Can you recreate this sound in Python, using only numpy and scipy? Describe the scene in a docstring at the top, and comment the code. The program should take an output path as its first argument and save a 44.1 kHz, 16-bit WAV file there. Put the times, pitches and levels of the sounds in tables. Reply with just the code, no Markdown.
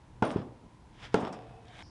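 """Under an open shed roof, a heavy plank is stood on edge twice on a squared log and shakes the steel bed.
Contact pulses ring the plank's modes, with noise cracks and a diffuse rumble that dies away by frequency.
Gloves and wood scrape as shaped noise and grains; loose steel ticks in noise bands and pings in decaying sines.
A dragging drone, a thin bird twitter, outdoor air and a far wavering hum are filtered noise and a drifting sine.
The loudest peaks clip."""
import sys
import numpy as np
from scipy import signal
from scipy.fft import rfft, irfft, next_fast_len
from scipy.io import wavfile
from scipy.ndimage import map_coordinates

SR = 44100
rng = np.random.default_rng(int(sys.argv[2]) if len(sys.argv) > 2 else 0)


def boost(x):
    """Linear amplitude factor 10**(x/20) for a level x in decibels (scalar or array-like)."""
    u = np.asarray(x, float) / 20
    return 10 ** u


def to_wav(s):
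    """Save 16-bit WAV."""
    ch = np.atleast_2d(s).T  # columns
    pcm = np.round(np.clip(ch, -1, 1) * 32767)  # PCM
    wavfile.write(sys.argv[1], SR, pcm.astype(np.int16))


N = 83790  # length in samples


def unit(x):
    """Scale to rms 1."""
    return x / np.sqrt(np.mean(x ** 2) + 1e-20)


def along(points, hz):
    """Interpolate (Hz, value) points on a log frequency axis."""
    f, value = np.transpose(points)
    return np.interp(np.log(hz + 1), np.log(f + 1), value)


def wobble(rate):
    """A smooth random curve with rate knots a second."""
    knots = rng.standard_normal(int(N * rate / SR) + 4)
    return map_coordinates(knots, [np.arange(N) * rate / SR])


def filtered(x, response):
    """Filter x by a response given as a function of frequency."""
    size = next_fast_len(len(x) + 8192)
    spectrum = rfft(x, size) * response(np.fft.rfftfreq(size, 1 / SR))
    return irfft(spectrum, size)[:len(x)]


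def narrow(hz, width_hz):
    """Noise in one resonance at rms 1; amplitude is halved at the edges of its width."""
    noise = rng.standard_normal(N)
    return unit(filtered(noise, lambda f: 1 / (1 + (2 * (f - hz) / width_hz) ** 2)))


def stroke(rows):
    """Gain along a (seconds, dB) curve, fading in and out in 4 ms."""
    s, db = np.transpose(rows)
    t = np.arange(N) / SR
    fade = np.clip(np.minimum(t - s[0], s[-1] - t) / .004, 0, 1)
    return boost(np.interp(t, s, db)) * fade


def add(x, s, part):
    """Mix part into x from time s in seconds."""
    seg = x[round(s * SR):][:len(part)]
    seg += part[:len(seg)]


# Contacts of plank and log. Each row: start in seconds, strength in dB before RING_DB, contact in ms,
# pitch factor as held, direction of the push (+1 or -1), crack in dB at its start before its low-pass.
KNOCKS = [(.2220, -20.5, 1.05, 1.08, 1, -47), (0.2243, -14.5, 0.47, 1.012, -1, -25.5),
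          (0.2253, -15.5, 0.59, 1.04, -1, -45), (0.2273, -19.5, 0.73, 0.96, -1, -52),
          (0.311, -27.5, 1.9, 1.28, -1, -34), (.3593, -12, 3, .9, -1, -44),
          (0.3861, -17.5, 4.5, .95, -1, -56), (.469, -40, 1.6, .95, 1, -61),
          (1.1430, -11, 0.34, 0.98, 1, -12), (1.147, -21, 0.63, .97, 1, -22.5),
          (1.163, -28.5, .8, 1, 1, -44), (1.231, -24.5, 1.5, 0.95, 1, -48),
          (1.272, -32.5, 0.59, .97, -1, -57)]
# Bending modes of the plank. Each row: frequency in Hz before the pitch factor,
# level in dB before scatter, t60 in seconds.
PLANK = [(122, -12, 0.12), (198, -5, 0.041), (249, -7, 0.048), (323, -17.5, 0.031), (448, 8, 0.03),
         (531, -7, 0.023), (678, -0.5, 0.029), (865, 2, 0.046), (981, -4.5, 0.033), (1382, 3, 0.034),
         (1410, -7.5, .02), (2010, -9.5, 0.015), (2210, -9, 0.012), (2800, -10, .008), (4670, -41, .006)]
RING_DB, MODE_SCATTER_DB = -6.5, 1
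CRACK_T60_S = .004


def knocks():
    """A push as long as the contact rings the plank's modes, and hard spots crack."""
    out, t = np.zeros(N), np.arange(SR // 4) / SR
    for s, db, ms, pitch, way, crack_db in KNOCKS:
        push = np.sin(np.pi * np.clip(t[:400] * 1000 / ms, 0, 1)) ** 2
        ring = np.zeros(len(t))
        for hz, mode_db, t60 in PLANK:
            decay = boost(mode_db + MODE_SCATTER_DB * rng.normal() - 60 * t / t60)
            ring += decay * np.sin(2 * np.pi * hz * pitch * t)
        add(out, s, np.sign(way) * boost(db + RING_DB) * np.convolve(ring, push / push.sum()))
        crack = filtered(rng.standard_normal(len(t)), lambda f: 1 / (1 + (f / 4000) ** 2))
        add(out, s, boost(crack_db - 60 * t / CRACK_T60_S) * crack)
    return out


# Colour of the shaking log, bed and roof. Each row: frequency in Hz, relative level in dB.
SHAKE = [(30, -14.5), (100, 14), (240, -5), (450, -2), (900, -4.5), (1300, -13.5), (2200, -21.5),
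         (3400, -21.5), (4200, -33), (5200, -30), (7000, -38), (11000, -44.5)]
# How long each frequency shakes. Each row: frequency in Hz, factor on the t60.
SHAKE_LASTS = [(60, 1.8), (250, 1.24), (800, 1.11), (2500, 0.84), (9000, 1.4)]
SHAKE_RISE_S = 0.001
CLATTER_DB, CLATTER_PER_S = 1.04, 120  # depth and knots a second of the level wobble


def shake(t60, dull_hz):
    """Diffuse clattering rumble starting near rms 1, each frequency dying at its own speed."""
    hz, t, z = signal.stft(rng.standard_normal(SR), SR, nperseg=256)
    colour = boost(along(SHAKE, hz)) / np.sqrt(1 + (hz / dull_hz) ** 4)
    colour = colour / np.sqrt(np.mean(colour ** 2))
    decay = boost(-60 * t / (t60 * along(SHAKE_LASTS, hz)[:, None]))
    rumble = signal.istft(z * colour[:, None] * decay, SR, nperseg=256)[1][:SR]
    rise = 1 - np.exp(-np.arange(SR) / SR / SHAKE_RISE_S)
    return rumble * rise * boost(CLATTER_DB * wobble(CLATTER_PER_S)[:SR])


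# Rumbles after the landings, and one low handling bump between them. Each row: start in seconds,
# level in dB before radiation, t60 in seconds before the factor by frequency, dull above this many Hz.
SHAKES = [(0.225, -27.5, 0.35, 6000), (.25, -33, 0.64, 1480), (.361, -36.5, 0.16, 1190),
          (.385, -32.5, 0.23, 292), (0.631, -49.5, 0.29, 250), (1.144, -26.5, 0.29, 6000),
          (1.17, -37.5, 0.71, 4000), (1.21, -34, 0.57, 1540)]


def shaking():
    """Log, bed and roof rumble after the landings and at a soft handling bump."""
    out = np.zeros(N)
    for s, db, t60, dull_hz in SHAKES:
        add(out, s, boost(db) * shake(t60, dull_hz))
    return out


RADIATES_HZ = 131


def radiated(x):
    """A damped second-order high-pass: lows radiate weakly."""
    return filtered(x, lambda f: -f * f / (RADIATES_HZ ** 2 - f * f + 1.4j * f * RADIATES_HZ))


# Ticks of loose steel parts. 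Each row: start in seconds, level in dB at the start, centre in Hz, t60 in seconds.
TICKS = [(0.252, -51, 4000, .03), (0.312, -56, 6800, 0.11), (1.153, -56, 6450, .08),
         (1.201, -61, 7340, 0.15), (1.274, -67, 7200, 0.086), (1.3265, -55.5, 6480, 0.085),
         (1.495, -67, 3450, .04), (1.654, -63, 6100, .008), (1.6825, -57.5, 3700, .04)]
# Rings of small steel parts. Each row: start in seconds, frequency in Hz, peak level in dB before the fade,
# t60 in seconds before the fade.
PINGS = [(.251, 9147, -55, .22), (.251, 9188, -56, .22), (1.327, 4800, -58, .15), (1.327, 5520, -56, .1)]
TICK_OCTAVES = 0.45  # standard deviation of a tick's band


def steel():
    """Loose parts tick as decaying noise bands; small parts ping as decaying sines."""
    out, t = np.zeros(N), np.arange(SR // 2) / SR
    for s, db, hz, t60 in TICKS:
        noise = rng.standard_normal(len(t))
        hiss = filtered(noise, lambda f: np.exp(-(np.log2(f / hz + 1e-9) / TICK_OCTAVES) ** 2 / 2))
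        add(out, s, unit(hiss) * boost(db - 60 * t / t60))
    fade = np.cos(np.pi * t) ** 2  # silent after half a second
    for s, hz, db, t60 in PINGS:
        add(out, s, boost(db - 60 * t / t60) * np.sin(2 * np.pi * hz * t) * fade)
    return out


GRAINS_PER_S = 1200


def scrape(rows, spectrum, grain_share):
    """Hiss and random wood-fibre grains, coloured and shaped by a stroke."""
    grains = (rng.random(N) < GRAINS_PER_S / SR) * rng.standard_normal(N) * rng.exponential(size=N)
    rub = grain_share * unit(grains) + (1 - grain_share) * rng.standard_normal(N)
    return stroke(rows) * unit(filtered(rub, lambda f: boost(along(spectrum, f))))


# Scraping strokes of gloves and wood. Each row: time in seconds, level in dB.
STROKE_A = [(.88, -83), (.948, -65), (.97, -65), (1.044, -46.5), (1.072, -51.5), (1.088, -58.5),
            (1.115, -63.5), (1.143, -51.5)]
STROKE_B = [(1.6, -72), (1.608, -70), (1.73, -56.5), (1.738, -54), (1.822, -50.5), (1.828, -39)]
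# Their colours. Each row: frequency in Hz, relative density in dB per Hz.
SCRAPE_A = [(290, -32), (500, -4.5), (562, -14), (682, -6), (1050, -8.5), (1110, -8.5), (1660, -5),
            (2940, -9.5), (3350, -6.5), (4280, -18.5), (5000, -15.5), (11000, -38), (14300, -52),
            (22000, -120)]
SCRAPE_B = [(290, -9), (500, -5), (584, -11), (665, -2), (872, -6), (1160, -11), (1410, -10.5),
            (1540, -4.5), (1780, -5), (2050, -8), (2270, -6), (2760, -15.5), (3100, -7), (3810, -10.5),
            (4120, -20), (6640, -24), (11000, -34.5), (14300, -64), (22000, -120)]


def scraping():
    """Gloves and wood rub in two strokes of hiss and grains."""
    return scrape(STROKE_A, SCRAPE_A, 0.29) + scrape(STROKE_B, SCRAPE_B, 0.39)


# The plank's edge grinds as it settles after each of the two landings. Each row: time in seconds, level in dB.
GRIND_A = [(0.25, -56), (0.324, -47.5), (0.354, -56), (0.372, -49.5), (0.386, -57), (0.394, -54),
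           (0.5, -75.5)]
GRIND_B = [(1.165, -62), (1.207, -52.5), (1.279, -47), (1.315, -66), (1.331, -50), (1.395, -62.5),
           (1.6, -67.5)]
# Colour of the grinding. Each row: frequency in Hz, relative density in dB per Hz.
GRIND = [(710, -23), (1200, 0), (1260, -5), (2500, -15), (3390, -13.5), (4310, -25), (5440, -20),
         (5910, -34), (8720, -36), (9480, -44), (9750, -49), (11000, -55), (14300, -82), (22000, -120)]


def grinding():
    """The settling edge grinds with a larger share of grains."""
    return scrape(GRIND_A, GRIND, 0.47) + scrape(GRIND_B, GRIND, 0.47)


# The drag of the plank. Each row: time in seconds, gain in dB on the summed resonances.
DRAG = [(1.3, -54), (1.522, -59.5), (1.542, -56), (1.72, -64.5)]
# Its droning resonances. Each row: frequency in Hz, width in Hz, level in dB before the drag gain.
DRONE = [(455.5, 23, -4), (725, 110, 1.5), (2570, 140, -16)]


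def drone():
    """The plank drones in narrow noise resonances as it drags."""
    return stroke(DRAG) * sum(boost(db) * narrow(hz, width_hz) for hz, width_hz, db in DRONE)


# Bands of the thin twitter. Each row: frequency in Hz, width in Hz, level in dB before the flutter.
BIRD = [(4700, 430, -72), (5250, 900, -65.5), (5600, 110, -79.5)]
BIRD_S = 1.826  # start


def bird():
    """A thin twitter of narrow fluttering noise bands near 5 kHz."""
    on = np.clip((np.arange(N) / SR - BIRD_S) / 0.0037, 0, 1)
    return on * sum(boost(db + 2.5 * wobble(70)) * narrow(hz, width_hz) for hz, width_hz, db in BIRD)


# Colour of the outdoor air. Each row: frequency in Hz, relative density in dB per Hz.
AIR = [(15, -72), (25, -5), (85, -0.5), (179, -7.5), (232, -11), (307, -8), (406, -17.5), (450, -16),
       (644, -20.5), (970, -13), (1160, -23), (9460, -41.5), (11300, -37.5), (14700, -78), (22000, -120)]
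AIR_DB = -56  # before the bass lumps
BASS_LUMPS_DB, BASS_LUMPS_PER_S = 1.8, 16  # depth and knots a second


def outdoor_air():
    """Coloured noise whose bass swells and dips at random."""
    air = unit(filtered(rng.standard_normal(N), lambda f: boost(along(AIR, f))))
    bass = filtered(air, lambda f: 1 / (1 + (f / 350) ** 4))
    lumps = boost(BASS_LUMPS_DB * wobble(BASS_LUMPS_PER_S))
    return boost(AIR_DB) * (air - bass + bass * lumps)


# The hum wavers. Each row: time in seconds, level in dB before the fast wobble.
HUM = [(0, -70.5), (.15, -55), (.55, -61), (.7, -62), (.8, -69), (1.0, -59), (1.14, -58), (1.4, -62),
       (1.5, -52.5), (1.65, -64.5), (1.78, -63), (1.9, -75)]
HUM_HZ, HUM_WIDTH_HZ = 120, 4  # centre and depth of the pitch wobble


def far_hum():
    """A sine drifting at random in pitch and level."""
    pitch_hz = HUM_HZ + HUM_WIDTH_HZ * wobble(11.8)
    tone = unit(np.sin(2 * np.pi * np.cumsum(pitch_hz) / SR))
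    return stroke(HUM) * tone * boost(1.8 * wobble(18))


def scene():
    """All sources, mono."""
    plank = radiated(knocks() + shaking())
    rub = scraping() + grinding() + drone()
    return (plank + steel() + rub + bird() + outdoor_air() + far_hum())[None]


CLIP_TOP, CLIP_HARD = .21, 8  # ceiling in amplitude, sharpness of the knee
TOP_HZ = 10710


def low_pass(x):
    """Removes everything above the highest recorded frequency."""
    return signal.sosfilt(signal.butter(12, 11460, fs=SR, output="sos"), x)


def record(dry):
    """Peaks bend into a ceiling and the top band is cut steeply."""
    clipped = dry / (1 + np.abs(dry / CLIP_TOP) ** CLIP_HARD) ** (1 / CLIP_HARD)
    mix = filtered(clipped[0], lambda f: 1 / (1 + (f / TOP_HZ) ** 40))[None]
    return low_pass(mix)


dry = scene()
out = record(dry)
to_wav(out)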